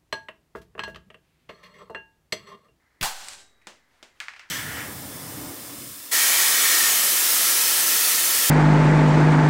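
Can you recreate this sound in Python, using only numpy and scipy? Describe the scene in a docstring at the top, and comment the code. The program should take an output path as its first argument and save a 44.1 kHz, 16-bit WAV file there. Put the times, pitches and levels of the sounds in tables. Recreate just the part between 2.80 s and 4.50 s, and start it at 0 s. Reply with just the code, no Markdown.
"""A spring air rifle fires in a small hard room: its spring lets go and its piston slams home.
The pellet rips into a nearby tin can, which rings. The bang overloads the microphone, so a limiter
turns the sound down, then lets the ringing room swell back up. Bits of metal tick down, the rifle
clicks twice as it is handled, and something hard clatters to rest over faint creaks, rubs and hiss.
Each impact is a sharp snap plus fading noise and room echo, filtered to the tone of its object."""
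import sys
import numpy as np
from scipy import signal
from scipy.fft import rfft, irfft
from scipy.io import wavfile
from scipy.ndimage import uniform_filter1d, minimum_filter1d

SR = 44100
rng = np.random.default_rng(int(sys.argv[2]) if len(sys.argv) > 2 else 0)


def wrap_up_sound(samples):
    """Save the sound to the file named by the first command line argument, as 16-bit audio."""
    columns = np.atleast_2d(samples).T
    # keep every value between -1 and 1, then stretch to whole-number steps
    tamed = np.clip(columns, -1, 1)
    steps = np.round(tamed * 32767).astype(np.int16)
    wavfile.write(sys.argv[1], SR, steps)


N = 74970  # 1.7 seconds

# The spring and piston let go: (time [s], level [dB], length [s])
SPRING_HITS = [(.2105, -28, .003), (.2122, -1, 0.006), (.2168, -9, 0.013)]
# Their tone: (frequency [Hz], level [dB])
SPRING_TONE = [(40, 15.5), (150, 9), (500, -11), (1200, -8), (2700, 11), (5500, 0.5), (9000, -11),
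               (16000, -3.5)]
# The rifle kicks, the piston slams home, air leaves the barrel: (time [s], level [dB], length [s])
SHOT_THUMPS = [(.2100, -23, 0.012), (.2203, -5, 0.0013), (.2228, -2.5, 0.009)]
# Their deep tone: (frequency [Hz], level [dB])
THUMP_TONE = [(30, 20.5), (60, 5), (150, 7), (400, 1.5), (900, -4), (2000, -4), (4000, -13), (9000, -13),
              (16000, -10)]
# The rifle clicks as it is handled: (time [s], level [dB], length [s])
HANDLING_CLICKS = [(.8705, -13, 0.0091), (1.2278, -20, 0.013)]
# Their tone: (frequency [Hz], level [dB])
CLICK_TONE = [(40, -21), (120, -14), (200, -2), (400, 1.5), (800, 2.5), (1400, 0), (2700, 0), (4500, -4.5),
              (7000, -7), (10000, -16), (12500, -29), (15500, -25)]


def air_rifle():
    """The spring drives the piston home with a thump; later, handling makes two clicks."""
    spring = impacts(SPRING_HITS, SPRING_TONE, snap=0.05, echo_db=-4.5)
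    thumps = impacts(SHOT_THUMPS, THUMP_TONE, snap=1.0, echo_db=-5)
    clicks = impacts(HANDLING_CLICKS, CLICK_TONE, snap=0.49, echo_db=-0.5)
    return spring + thumps + clicks


# The pellet tears into the can, then strikes once more: (time [s], level [dB], length [s])
PELLET_HITS = [(0.228, 43.5, 0.041), (.2560, 36, 0.015)]
# Their tone: (frequency [Hz], level [dB])
PELLET_TONE = [(30, -19), (120, -29.5), (400, -11.5), (600, -6.5), (800, 7), (1150, 1.5), (1550, 0.5),
               (2200, -2), (4500, -1.5), (8000, -4.5), (11000, -7), (16000, -12)]
# The can's notes; the last five linger faintly: (frequency [Hz], level [dB], time to fade 60 dB [s])
CAN_NOTES = [(180, -8, .27), (574, -5, .36), (675, 2, .28), (759, 9, .27), (828, 6, .27), (863, 5, .29),
             (1040, 0, .3), (1258, 3, .28), (1440, 0, .29), (1513, 2, .32), (1580, -6, .39),
             (1931, -1, .31), (2895, 0, .33), (4012, -1, .3), (4189, 0, .3), (4308, -1, .3),
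             (4754, -1, .33), (7207, -4, .33), (7479, -2, .34), (7570, -3, .34), (11747, -7, .3),
             (667, -51, 1), (1183, -53, 1.2), (1572, -51, 1.1), (3801, -49, 1.25), (3860, -47, 1.25)]


def tin_can():
    """The pellet tears the tin, which rings with many fading notes at once."""
    out = impacts(PELLET_HITS, PELLET_TONE, snap=0.062, echo_db=2.5)
    hit_time = PELLET_HITS[0][0]
    t = np.arange(SR) / SR
    for hz, db, fade_s in CAN_NOTES:
        note = np.sin(2 * np.pi * (hz * t + rng.random()))
        add(out, hit_time, gain(db) * fade(t, fade_s) * note)
    return out


# The rifle's kick, then the pellet, shove the shelf: (time [s], level [dB], length [s])
SHELF_SHOVES = [(.2103, -11.5, 0.025), (.2290, 29.5, 0.025)]
# Their low tone: (frequency [Hz], level [dB])
SHELF_TONE = [(25, -18.5), (55, -15), (110, 2), (160, 3.5), (240, 0), (450, -9.5), (1000, -25.5),
              (4000, -47)]


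def shelf_thuds():
    """Two shoves travel through the shelf as low thuds with almost no echo."""
    return impacts(SHELF_SHOVES, SHELF_TONE, snap=0.11, echo_db=-39)


# Bits of metal land: (time [s], level [dB], length [s])
BIT_LANDINGS = [(.4462, 0, .004), (.4742, -10, .003), (.4848, 3, .005), (.5338, -15, .004),
                (.5410, -19, .005)]
# Their bright tone: (frequency [Hz], level [dB])
BIT_TONE = [(200, -25), (1000, -16), (2200, -3.5), (4000, -1.5), (6500, -3.5), (7800, 0.5), (9500, -6),
            (16000, -30)]


def metal_bits():
    """Small bits of metal tick as they land."""
    return impacts(BIT_LANDINGS, BIT_TONE, snap=0.3, echo_db=-6)


# A hard object bounces: (time [s], level [dB], length [s], treble tilt [dB per octave])
OBJECT_BOUNCES = [(1.4028, -8.5, 0.0028, 5.5), (1.4068, -12, 0.011, -4), (1.4115, -25, 0.0065, 0),
                  (1.4838, -12, 0.0011, 1), (1.4872, -17, .010, -0.5), (1.5200, -42, 0.0022, 5),
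                  (1.5368, -19, 0.0066, -1), (1.5635, -21, 0.017, 1.5), (1.5948, -15.5, .009, 1.5),
                  (1.6180, -32, 0.077, -4), (1.6500, -30.5, 0.055, -4.5), (1.6900, -31.5, .04, 3.5)]
# Its tone: (frequency [Hz], level [dB])
OBJECT_TONE = [(60, -32), (350, -26), (750, -7), (1250, 0.5), (1800, 5.5), (2500, 1), (3700, -9),
               (4800, -10.5), (8000, -22), (12000, -38), (16000, -46)]


def clatter():
    """A hard object drops and bounces unevenly to rest."""
    return impacts(OBJECT_BOUNCES, OBJECT_TONE, snap=0.56, echo_db=-1)


# Small slips that creak: (time [s], level [dB], length [s], pitch [Hz])
CREAK_SLIPS = [(.815, -35, 0.0083, 2360), (.820, -33.5, 0.016, 1980), (1.135, -39.5, 0.013, 730)]


def creaks():
    """Each slip rings faintly in a narrow band around one pitch."""
    out = np.zeros(N)
    band_width = 0.091  # as a share of the pitch
    for start, db, length, hz in CREAK_SLIPS:
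        resonance = signal.iirpeak(hz, 1 / band_width, SR)
        creak = signal.lfilter(*resonance, contact(length, snap=0, echo_db=-1))
        add(out, start, gain(db) * normalize(creak))
    return out


# Hands rub the rifle: (time of peak [s], level [dB], swell time [s])
HAND_RUBS = [(1.16, -68, 0.078), (1.38, -66.5, 0.038)]
# Their tone: (frequency [Hz], level [dB])
RUB_TONE = [(100, -1), (300, -5.5), (1000, -1), (3000, -2), (6000, -11), (10000, -15.5), (16000, -26)]


def rubbing_hands():
    """Hands sliding on the rifle make soft swells of noise."""
    t = np.arange(N) / SR
    swells = sum(gain(db) * np.exp(-((t - peak) / width) ** 2) for peak, db, width in HAND_RUBS)
    friction = apply_tone(rng.standard_normal(N), RUB_TONE)[:N]
    return swells * np.sqrt(N) * normalize(friction)


# How long the room rings: (frequency [Hz], time to fade 60 dB [s])
ROOM_FADES = [(100, 0.59), (300, 0.3), (800, 0.29), (1800, 0.32), (4000, 0.32), (8000, 0.33), (11000, 0.27),
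              (16000, .26)]


def room_echo():
    """Reflections off the hard walls blur into noise; each frequency fades at its own speed."""
    hz, t, bands = signal.stft(rng.standard_normal(SR), SR, nperseg=256)
    bands = bands * fade(t, look_up(ROOM_FADES, hz)[:, None])
    _, echo = signal.istft(bands, SR, nperseg=256)
    swell_in = np.minimum(np.arange(len(echo)) / SR / 0.002, 1) ** 2  # takes 2 ms
    return normalize(echo * swell_in)


# The tone of the quiet room: (frequency [Hz], relative level [dB])
HISS_TONE = [(25, 1), (90, -3.5), (150, -12), (300, -8.5), (600, -14), (1000, -12), (1500, -10), (2050, -6),
             (2600, -22), (4500, -21.5), (9000, -28.5), (16000, -31.5)]


def room_hiss(level_db=-66.5):
    """The room has a steady, quiet noise of its own."""
    tone = gain(look_up(HISS_TONE, np.fft.rfftfreq(N, 1 / SR)))
    noise = irfft(rfft(rng.standard_normal(N)) * tone, N)
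    return gain(level_db) * np.sqrt(N) * normalize(noise)


def impacts(rows, tone, snap, echo_db):
    """Plays a table of hits on one object, filtered to that object's tone."""
    out = np.zeros(N)
    for start, db, length, *tilt in rows:
        sound = apply_tone(contact(length, snap, echo_db), tone, *tilt)
        filter_gain = np.linalg.norm(apply_tone([1.], tone, *tilt))
        add(out, start, gain(db) * sound / filter_gain)
    return out


def contact(length, snap, echo_db, size=8192):
    """One touch: a sharp snap, a dense rattle that dies away, and the room's echo."""
    decay = np.exp(-2 * np.arange(size) / SR / length)
    rattle = normalize(rng.standard_normal(size) * decay)
    rattle[0] += snap
    out = gain(echo_db) * room_echo()
    add(out, 0, normalize(rattle))
    return out


def apply_tone(x, tone, tilt_db=0, size=4096):
    """Filters a sound by a tone table, adding tilt_db for each octave above 1000 Hz."""
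    hz = abs(np.fft.fftfreq(size, 1 / SR))
    octaves = np.log2(np.maximum(hz, 1000) / 1000)
    log_gain = np.log(gain(look_up(tone, hz) + tilt_db * octaves))
    spectrum = np.exp(np.conj(signal.hilbert(log_gain)))  # rings after a hit, never before it
    return signal.fftconvolve(x, np.fft.ifft(spectrum).real[:size // 2])


def gain(db):
    """Turns decibels into a multiplier."""
    return 10 ** (np.asarray(db) / 20)


def fade(t, fade_s):
    """A curve that falls by 60 dB in fade_s seconds."""
    return np.exp(-np.log(1000) * t / fade_s)


def normalize(x):
    """Scales a sound to an energy of one."""
    return x / np.sqrt(np.sum(x ** 2) + 1e-20)


def look_up(table, hz):
    """Reads between a table's rows, with octaves evenly spaced."""
    frequencies, values = np.transpose(table)
    return np.interp(np.log(hz + 1), np.log(frequencies + 1), values)


def add(mix, start, sound):
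    """Mixes a sound in at a start time in seconds."""
    part = mix[round(start * SR):][:len(sound)]
    part += sound[:len(part)]


def scene():
    """All the sounds meet at one microphone."""
    shot = air_rifle() + tin_can() + shelf_thuds() + metal_bits()
    return (shot + clatter() + creaks() + rubbing_hands() + room_hiss())[None]


def limiter(x, excess_db, hold_s=0.081, recover_db_per_s=159):
    """Turns the sound down by its excess level, waits, then lets it swell back."""
    hold = int(hold_s * SR) // 2 * 2 + 1  # an odd number of samples
    held_db = -minimum_filter1d(-excess_db, hold, origin=hold // 2)  # the highest recent excess
    recovery_db = recover_db_per_s * np.arange(N) / SR
    cut_db = np.maximum.accumulate(held_db + recovery_db) - recovery_db
    return x / gain(cut_db)


def overload_sway(excess_db, swing_hz=1.9, swing_decay_s=0.076, offset_decay_s=0.43):
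    """The overloaded input swings off centre, and a small offset fades more slowly."""
    t = np.arange(N) / SR
    bang_time = t[np.argmax(excess_db > excess_db.max() / 2)]
    age = np.maximum(t - bang_time, 0)
    envelope = np.minimum(age / 0.0057, 1) * np.exp(-age / swing_decay_s)
    swing = gain(-23.5) * envelope * np.cos(2 * np.pi * swing_hz * age + 1)
    offset = gain(-54.5) * (age > 0) * np.exp(-age / offset_decay_s)
    return -swing - offset


def record(dry):
    """The microphone loses deep bass and overloads; the sound is limited and its top treble cut."""
    low_cut_hz, high_cut_hz = 39, 15850
    overload_db, limit_db, ceiling_db = 20, -21.5, -15.8
    x = signal.sosfilt(signal.butter(2, low_cut_hz, "high", fs=SR, output="sos"), dry[0])
    x = gain(overload_db) * np.tanh(x / gain(overload_db))
    power = abs(uniform_filter1d(x ** 2, size=64))
    excess_db = np.maximum(10 * np.log10(power + 1e-12) - limit_db, 0)
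    x = limiter(x, excess_db) + overload_sway(excess_db)
    x = x / (1 + (x / gain(ceiling_db)) ** 4) ** (1 / 4)  # rounds off the peaks
    low_pass = signal.firwin(511, high_cut_hz, window=("kaiser", 9), fs=SR)
    return signal.oaconvolve(x, low_pass, "same")[None]


dry = scene()
out = record(dry)
wrap_up_sound(out)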